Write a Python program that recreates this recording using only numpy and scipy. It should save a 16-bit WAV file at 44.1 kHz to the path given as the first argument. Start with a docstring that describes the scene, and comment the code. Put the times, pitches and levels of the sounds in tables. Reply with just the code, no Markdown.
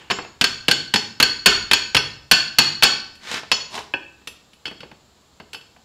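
"""A hard-walled workshop, where a smith bends a hot steel bar round a jig on an anvil. Most blows are a
dull clank on the soft bar, then a hard rebound that rings jig and anvil. The glove hisses along the
handle as the grip changes, the hammer face rubs the bar, and light taps and clinks of the tongs follow.
The shop rings on over a low rumble of room air; the close microphone overloads on the heavy blows."""
import sys
import numpy as np
from scipy import signal
from scipy.fft import rfft, irfft
from scipy.io import wavfile

SR = 44100
rng = np.random.default_rng(int(sys.argv[2]) if len(sys.argv) > 2 else 0)


def log_audio(samples):
    """Write samples as a 16-bit WAV file to the path given in sys.argv[1]."""
    # one column per channel
    frames = np.atleast_2d(samples).T
    # limit to full scale, then quantise
    limited = np.clip(frames, -1, 1)
    pcm = np.round(limited * 32767).astype(np.int16)
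    wavfile.write(sys.argv[1], SR, pcm)


N = 257544
T = np.arange(N) / SR


def undb(db):
    """Decibels to gain."""
    return 10 ** (np.asarray(db) / 20)


def fade(t60, size=SR):
    """Exponential decay that loses 60 dB in t60 seconds."""
    return np.exp(-np.log(1000) * T[:size] / t60)


def colour(x, curve, tilt_db=0):
    """EQ x with a curve, tilted by tilt_db per octave above 400 Hz, pivoting on 2 kHz; rms 1."""
    hz = np.maximum(np.fft.rfftfreq(len(x), 1 / SR), 1)
    curve_hz, curve_db = np.transpose(curve)
    octaves = np.log2(np.maximum(hz, 400) / 2000)
    eq_db = np.interp(np.log(hz), np.log(curve_hz), curve_db) + tilt_db * octaves
    shaped = irfft(rfft(x) * undb(eq_db), len(x))
    return shaped / np.std(shaped)


def add(track, start_s, sound):
    """Mix a sound into the track from start_s."""
    i = int(start_s * SR)
    track[i:i + len(sound)] += sound[:N - i]


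# spectrum of the room air: f/Hz, level/dB
AIR_EQ = [(25, -3), (55, -5.5), (71, 11), (88, 0.5), (230, -2), (450, -5.5), (950, -6.5), (2100, -15.5),
          (4300, -10), (6100, -18.5), (7400, -11), (8500, -26), (16000, -30)]


def room_air(level_db=-56):
    """A steady bed of air with a low rumble."""
    return undb(level_db) * colour(rng.standard_normal(N), AIR_EQ)


# reverb bands of the shop: f/Hz, t60/s, wet level/dB
SHOP_REVERB = [(60.66, 1.1, -1), (150, 0.83, -5.5), (400, 0.47, -5), (1060, 0.52, -8.7), (3134, 0.46, -8.5),
               (4900, .55, -8), (8850, 0.39, -11.3), (14950, 0.31, -12)]


def workshop(dry, build_s=0.0034):
    """Direct sound plus a diffuse tail off the hard walls; it builds fast and the bass hangs longest."""
    band_hz, t60s, wet_dbs = np.transpose(SHOP_REVERB)
    log_hz = np.log(np.maximum(np.fft.rfftfreq(SR, 1 / SR), 1))
    noise, tail = rfft(rng.standard_normal(SR)), 0
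    for solo, t60, wet_db in zip(np.eye(len(band_hz)), t60s, wet_dbs):
        band = irfft(noise * np.interp(log_hz, np.log(band_hz), solo))
        envelope = fade(t60) * (1 - np.exp(-T[:SR] / build_s))
        tail = tail + undb(wet_db) * band * envelope / np.linalg.norm(envelope)
    return dry + signal.fftconvolve(dry, tail)[:N]


def slapback(dry, delay_s=.166, level_db=-28, centre_hz=4400, width_hz=900):
    """One late, narrow reflection from the far end of the shop, in the anvil's range."""
    out = np.zeros(N)
    edges_hz = [centre_hz - width_hz / 2, centre_hz + width_hz / 2]
    band = signal.butter(1, edges_hz, "band", fs=SR, output="sos")
    add(out, delay_s, undb(level_db) * signal.sosfilt(band, dry))
    return out


def earlier_blow(wash_db=-45, wash_t60_s=0.7, anvil_db=-28):
    """At first the shop and the anvil's longest modes still ring from an earlier blow."""
    out = np.zeros(N)
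    wash = colour(rng.standard_normal(SR), CLANK_EQ, tilt_db=-1.5)
    add(out, 0, undb(wash_db) * wash * fade(wash_t60_s))
    long_modes = [(hz, db, t60) for hz, db, t60 in ANVIL_MODES if t60 > .5]
    add(out, 0, ring(long_modes, anvil_db))
    return out


# strokes of glove on handle and hammer face on bar: t/s, attack/s, hold/s, release/s, level/dB
GLOVE_SLIDE = (3.175, .15, .05, .055, -27)
FACE_RUB = (3.675, .075, .015, .14, -31.5)
# spectra of the two strokes: f/Hz, level/dB
GLOVE_EQ = [(80, -9), (200, 0), (700, -1.5), (1700, 5), (4000, 2), (7000, -7), (10000, -19), (16000, -30)]
FACE_EQ = [(59, -54), (100, -14), (239, -10.5), (322, -6.5), (481, -18), (662, -2.5), (736, -6), (1010, 1),
           (1330, -14.5), (4380, -11), (7450, -21), (16000, -43)]


def friction(stroke, eq, catches_per_s=150, catch_depth=.5, relax_s=.003):
    """A hiss of tiny slips that swells, holds and eases off; the pressure jumps at each small catch."""
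    start_s, attack, hold, release, db = stroke
    catches = (rng.random(SR) < catches_per_s / SR) * rng.exponential(size=SR)
    pressure = 1 + catch_depth * signal.lfilter([1], [1, -np.exp(-1 / (relax_s * SR))], catches)
    speed = np.interp(T[:SR], np.cumsum([0, attack, hold, release]), [0, 1, 1, 0])
    hiss = colour(pressure * rng.standard_normal(SR), eq)
    out = np.zeros(N)
    add(out, start_s, undb(db) * speed ** 2 * hiss)
    return out


def ring(modes, level_db, tilt_db=0, scatter_db=2, shift_widths=0.57, contact_s=.0005):
    """Ringing steel: each hit rebalances the modes and reseats the parts, detuning damped modes most."""
    out = np.zeros(SR)
    for hz, mode_db, t60 in modes:
        size = min(int(t60 * SR), SR)
        db = level_db + mode_db + tilt_db * np.log2(hz / 4000) + scatter_db * rng.standard_normal()
        width_hz = np.log(1000) / (np.pi * t60)
        pitch_hz = hz + shift_widths * width_hz * rng.uniform(-1, 1)
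        tone = np.sin(2 * np.pi * (pitch_hz * T[:size] + rng.random()))
        out[:size] += undb(db) * tone * fade(t60, size)
    attack = 1 - np.exp(-np.minimum(T[:SR] / contact_s, 10) ** 2)  # builds while the faces touch
    return out * attack


# spectrum of the crowded, quickly damped modes in bar, jig and anvil stand: f/Hz, level/dB
CLANK_EQ = [(40, -19), (90, -6.5), (140, 3), (250, -1), (360, 3), (600, -3.5), (750, 1.5), (1000, 3.5),
            (1200, 0), (1550, 5.5), (2000, 2), (2900, 7), (3900, -1), (5100, -5.5), (6300, -11.5),
            (10000, -22.5), (16000, -36)]


def clank(tilt_db, thud_db, split_hz=550, scrub_s=0.0031, steel_t60_s=0.041, thud_t60_s=0.11, size=8192):
    """A burst of dense steel modes, and below it the longer thud of the heavy stand."""
    noise = rng.standard_normal((2, size))
    highpass = signal.butter(2, split_hz, "high", fs=SR)
    lowpass = signal.butter(2, split_hz, fs=SR)
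    steel = signal.lfilter(*highpass, colour(noise[0], CLANK_EQ, tilt_db))
    stand = signal.lfilter(*lowpass, colour(noise[1], CLANK_EQ))
    # the faces scrub on each other for a few milliseconds before the clank dies
    hold_and_decay = np.interp(T[:size] - scrub_s, T[:size], fade(steel_t60_s, size))
    thud = undb(thud_db) * stand * fade(thud_t60_s, size)
    return np.pad(steel * hold_and_decay + thud, (0, SR - size))


# modes of the tongs and the hammer head: f/Hz, level/dB, t60/s
TONGS_MODES = [(2648, -1, 0.087), (2964, -.5, 0.08), (3280, -5, .1), (4450, -2, 0.09), (5095, -9, .12),
               (8000, -29.5, 0.092)]
HEAD_MODES = [(1860, -4, 0.12), (2610, -4.5, 0.22), (3300, -12.5, .15), (5980, -12, .23), (7480, -9.5, .35),
              (10000, -8, 0.2), (12260, -16, 0.3)]
# layer mix for each part touched: clank tilt/(dB/octave), thud/dB, tongs ring/dB, head ring/dB
TOUCH_MIX = {"head": (4.8, 0, -7, -9), "tongs": (.5, 2.5, -2, -32), "stand": (-5.5, 8.5, -15, -34)}
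# light touches: t/s, level/dB, part touched
CLINK_CUES = [ (3.153, -47, "head"), (4.215, -49, "stand"), (4.273, -27.5, "head"), (4.533, -50, "head"),
              (4.655, -28, "tongs"), (4.666, -33, "tongs"), (4.679, -33, "tongs"), (4.712, -35, "stand"),
              (4.805, -37, "tongs"), (4.832, -34, "stand"), (4.915, -39, "stand"), (5.4, -34, "stand"),
              (5.5321, -31.5, "head"), (5.546, -32, "tongs"), (5.611, -46, "tongs"), (5.764, -47, "stand")]


def tool_clinks():
    """Light steel-on-steel touches that ring the tongs and the hammer head."""
    out = np.zeros(N)
    for start_s, db, part in CLINK_CUES:
        tilt, thud_db, tongs_db, head_db = TOUCH_MIX[part]
        touch = clank(tilt, thud_db) + ring(TONGS_MODES, tongs_db) + ring(HEAD_MODES, head_db)
        add(out, start_s, undb(db) * touch)
    return out


# modes of anvil, jig and bar: f/Hz, level/dB, t60/s
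ANVIL_MODES = [(1520, -34, .55), (1560, -38.5, .5), (2995, -24, .3), (3063, -32, 0.57), (3300, -26, .35),
               (3410, -30, 0.39), (4362, -30, 0.48), (4410, -32, .36), (4570, -26.5, .33), (5690, -30, 0.5),
               (6762, -22.5, 0.32), (6937, -35, 0.6), (7456, -33.5, 0.3), (4397, 4, 0.035),
               (1585, -11, 0.066), (2916, -5.5, .03), (4500, -10, .045)]
JIG_MODES = [(2594, -6.5, 0.03), (2680, -18, .13), (3050, -12.5, 0.0887), (3374, -4, 0.075),
             (4400, -7.5, .12), (5122, -9.5, 0.11), (5180, -14, 0.22), (5225, -21.5, 0.39),
             (5690, -21, 0.19), (5880, -26.5, .3), (9930, -32, 0.12)]
BAR_MODES = [(965, -30, 0.3), (1530, -14.5, .15), (1808, -27.5, 0.55), (2466, -15, 0.12), (2627, -33, 0.7),
             (3350, -22, .12), (1649, -6, 0.038), (2360, -3, 0.014), (2629, -1.5, .036),
             (2880, -2.5, 0.024)]
# layer mix for each kind of contact:
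# clank tilt/(dB/octave), thud/dB, anvil ring/dB, anvil tilt/(dB/octave), jig ring/dB, bar ring/dB
CONTACT_MIX = {"hot bar": (2.6, 2.5, -9, 6, -12, -4), "anvil": (2.8, -8, 5.5, -2.5, -6.5, -2.5),
               "square": (2, -4.5, 1.5, -1, -8, -7), "jig": (0.3, -10, -1, 6, 4.5, -9),
               "cool bar": (0, -11, -14, 6, -1, 1.5), "bar tap": (-9, -1, -24, -10, -16, 10),
               "skid": (-2, 0, -9, 19, -8, -14), "glance": (-7, -5, -26, 0, -24, -13)}
# hammer hits: t/s, level/dB, kind of contact
HAMMER_CUES = [ (0.101, -20, "skid"), (0.107, -16, "skid"), (0.113, -15, "skid"), (0.187, -19, "glance"),
               (0.247, -31, "glance"), (0.4118, -9, "hot bar"), (0.4416, -10.5, "anvil"),
               (0.6827, -8, "hot bar"), (0.7122, -9, "anvil"), (0.9386, -8, "hot bar"),
               (0.9589, -15, "jig"), (1.2008, -7, "hot bar"), (1.2267, -7.5, "anvil"),
               (1.4594, 2.5, "square"), (1.7126, -8.5, "hot bar"), (1.733, -8, "anvil"),
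               (1.9473, -8, "hot bar"), (1.9667, -7.5, "cool bar"), (2.3129, 1, "square"),
               (2.5855, -1, "square"), (2.8242, -8, "cool bar"), (2.8334, 0, "square"),
               (3.433, -29.5, "glance"), (3.5159, -9.5, "jig"), (3.778, -21.5, "glance"),
               (3.938, -19.5, "bar tap")]


def hammering():
    """Soft hot bar clanks and thuds, a rebound rings the anvil, a square hit does both; skids ring high."""
    out = np.zeros(N)
    for start_s, db, kind in HAMMER_CUES:
        tilt, thud_db, anvil_db, anvil_tilt, jig_db, bar_db = CONTACT_MIX[kind]
        anvil = ring(ANVIL_MODES, anvil_db, anvil_tilt)
        rings = anvil + ring(JIG_MODES, jig_db) + ring(BAR_MODES, bar_db)
        add(out, start_s, undb(db) * (clank(tilt, thud_db) + rings))
    return out


def scene():
    """Hammer, tongs and sliding glove in the ringing shop, in mono."""
    work = hammering() + tool_clinks() + friction(GLOVE_SLIDE, GLOVE_EQ) + friction(FACE_RUB, FACE_EQ)
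    return (workshop(work) + slapback(work) + room_air() + earlier_blow())[None]


def record(dry, upper_limit=0.7, lower_limit=0.61, knee=6, low_cut_hz=22, high_cut_hz=15500):
    """The input stage overloads unevenly, which adds a low thump to the heavy blows; the top is cut."""
    limit = np.where(dry > 0, upper_limit, lower_limit)
    clipped = dry / (1 + (dry / limit) ** knee) ** (1 / knee)
    low_cut = signal.butter(1, low_cut_hz, "high", fs=SR, output="sos")
    high_cut = signal.ellip(8, .2, 80, high_cut_hz, fs=SR, output="sos")
    return signal.sosfilt(high_cut, signal.sosfilt(low_cut, clipped))


dry = scene()
out = record(dry)
log_audio(out)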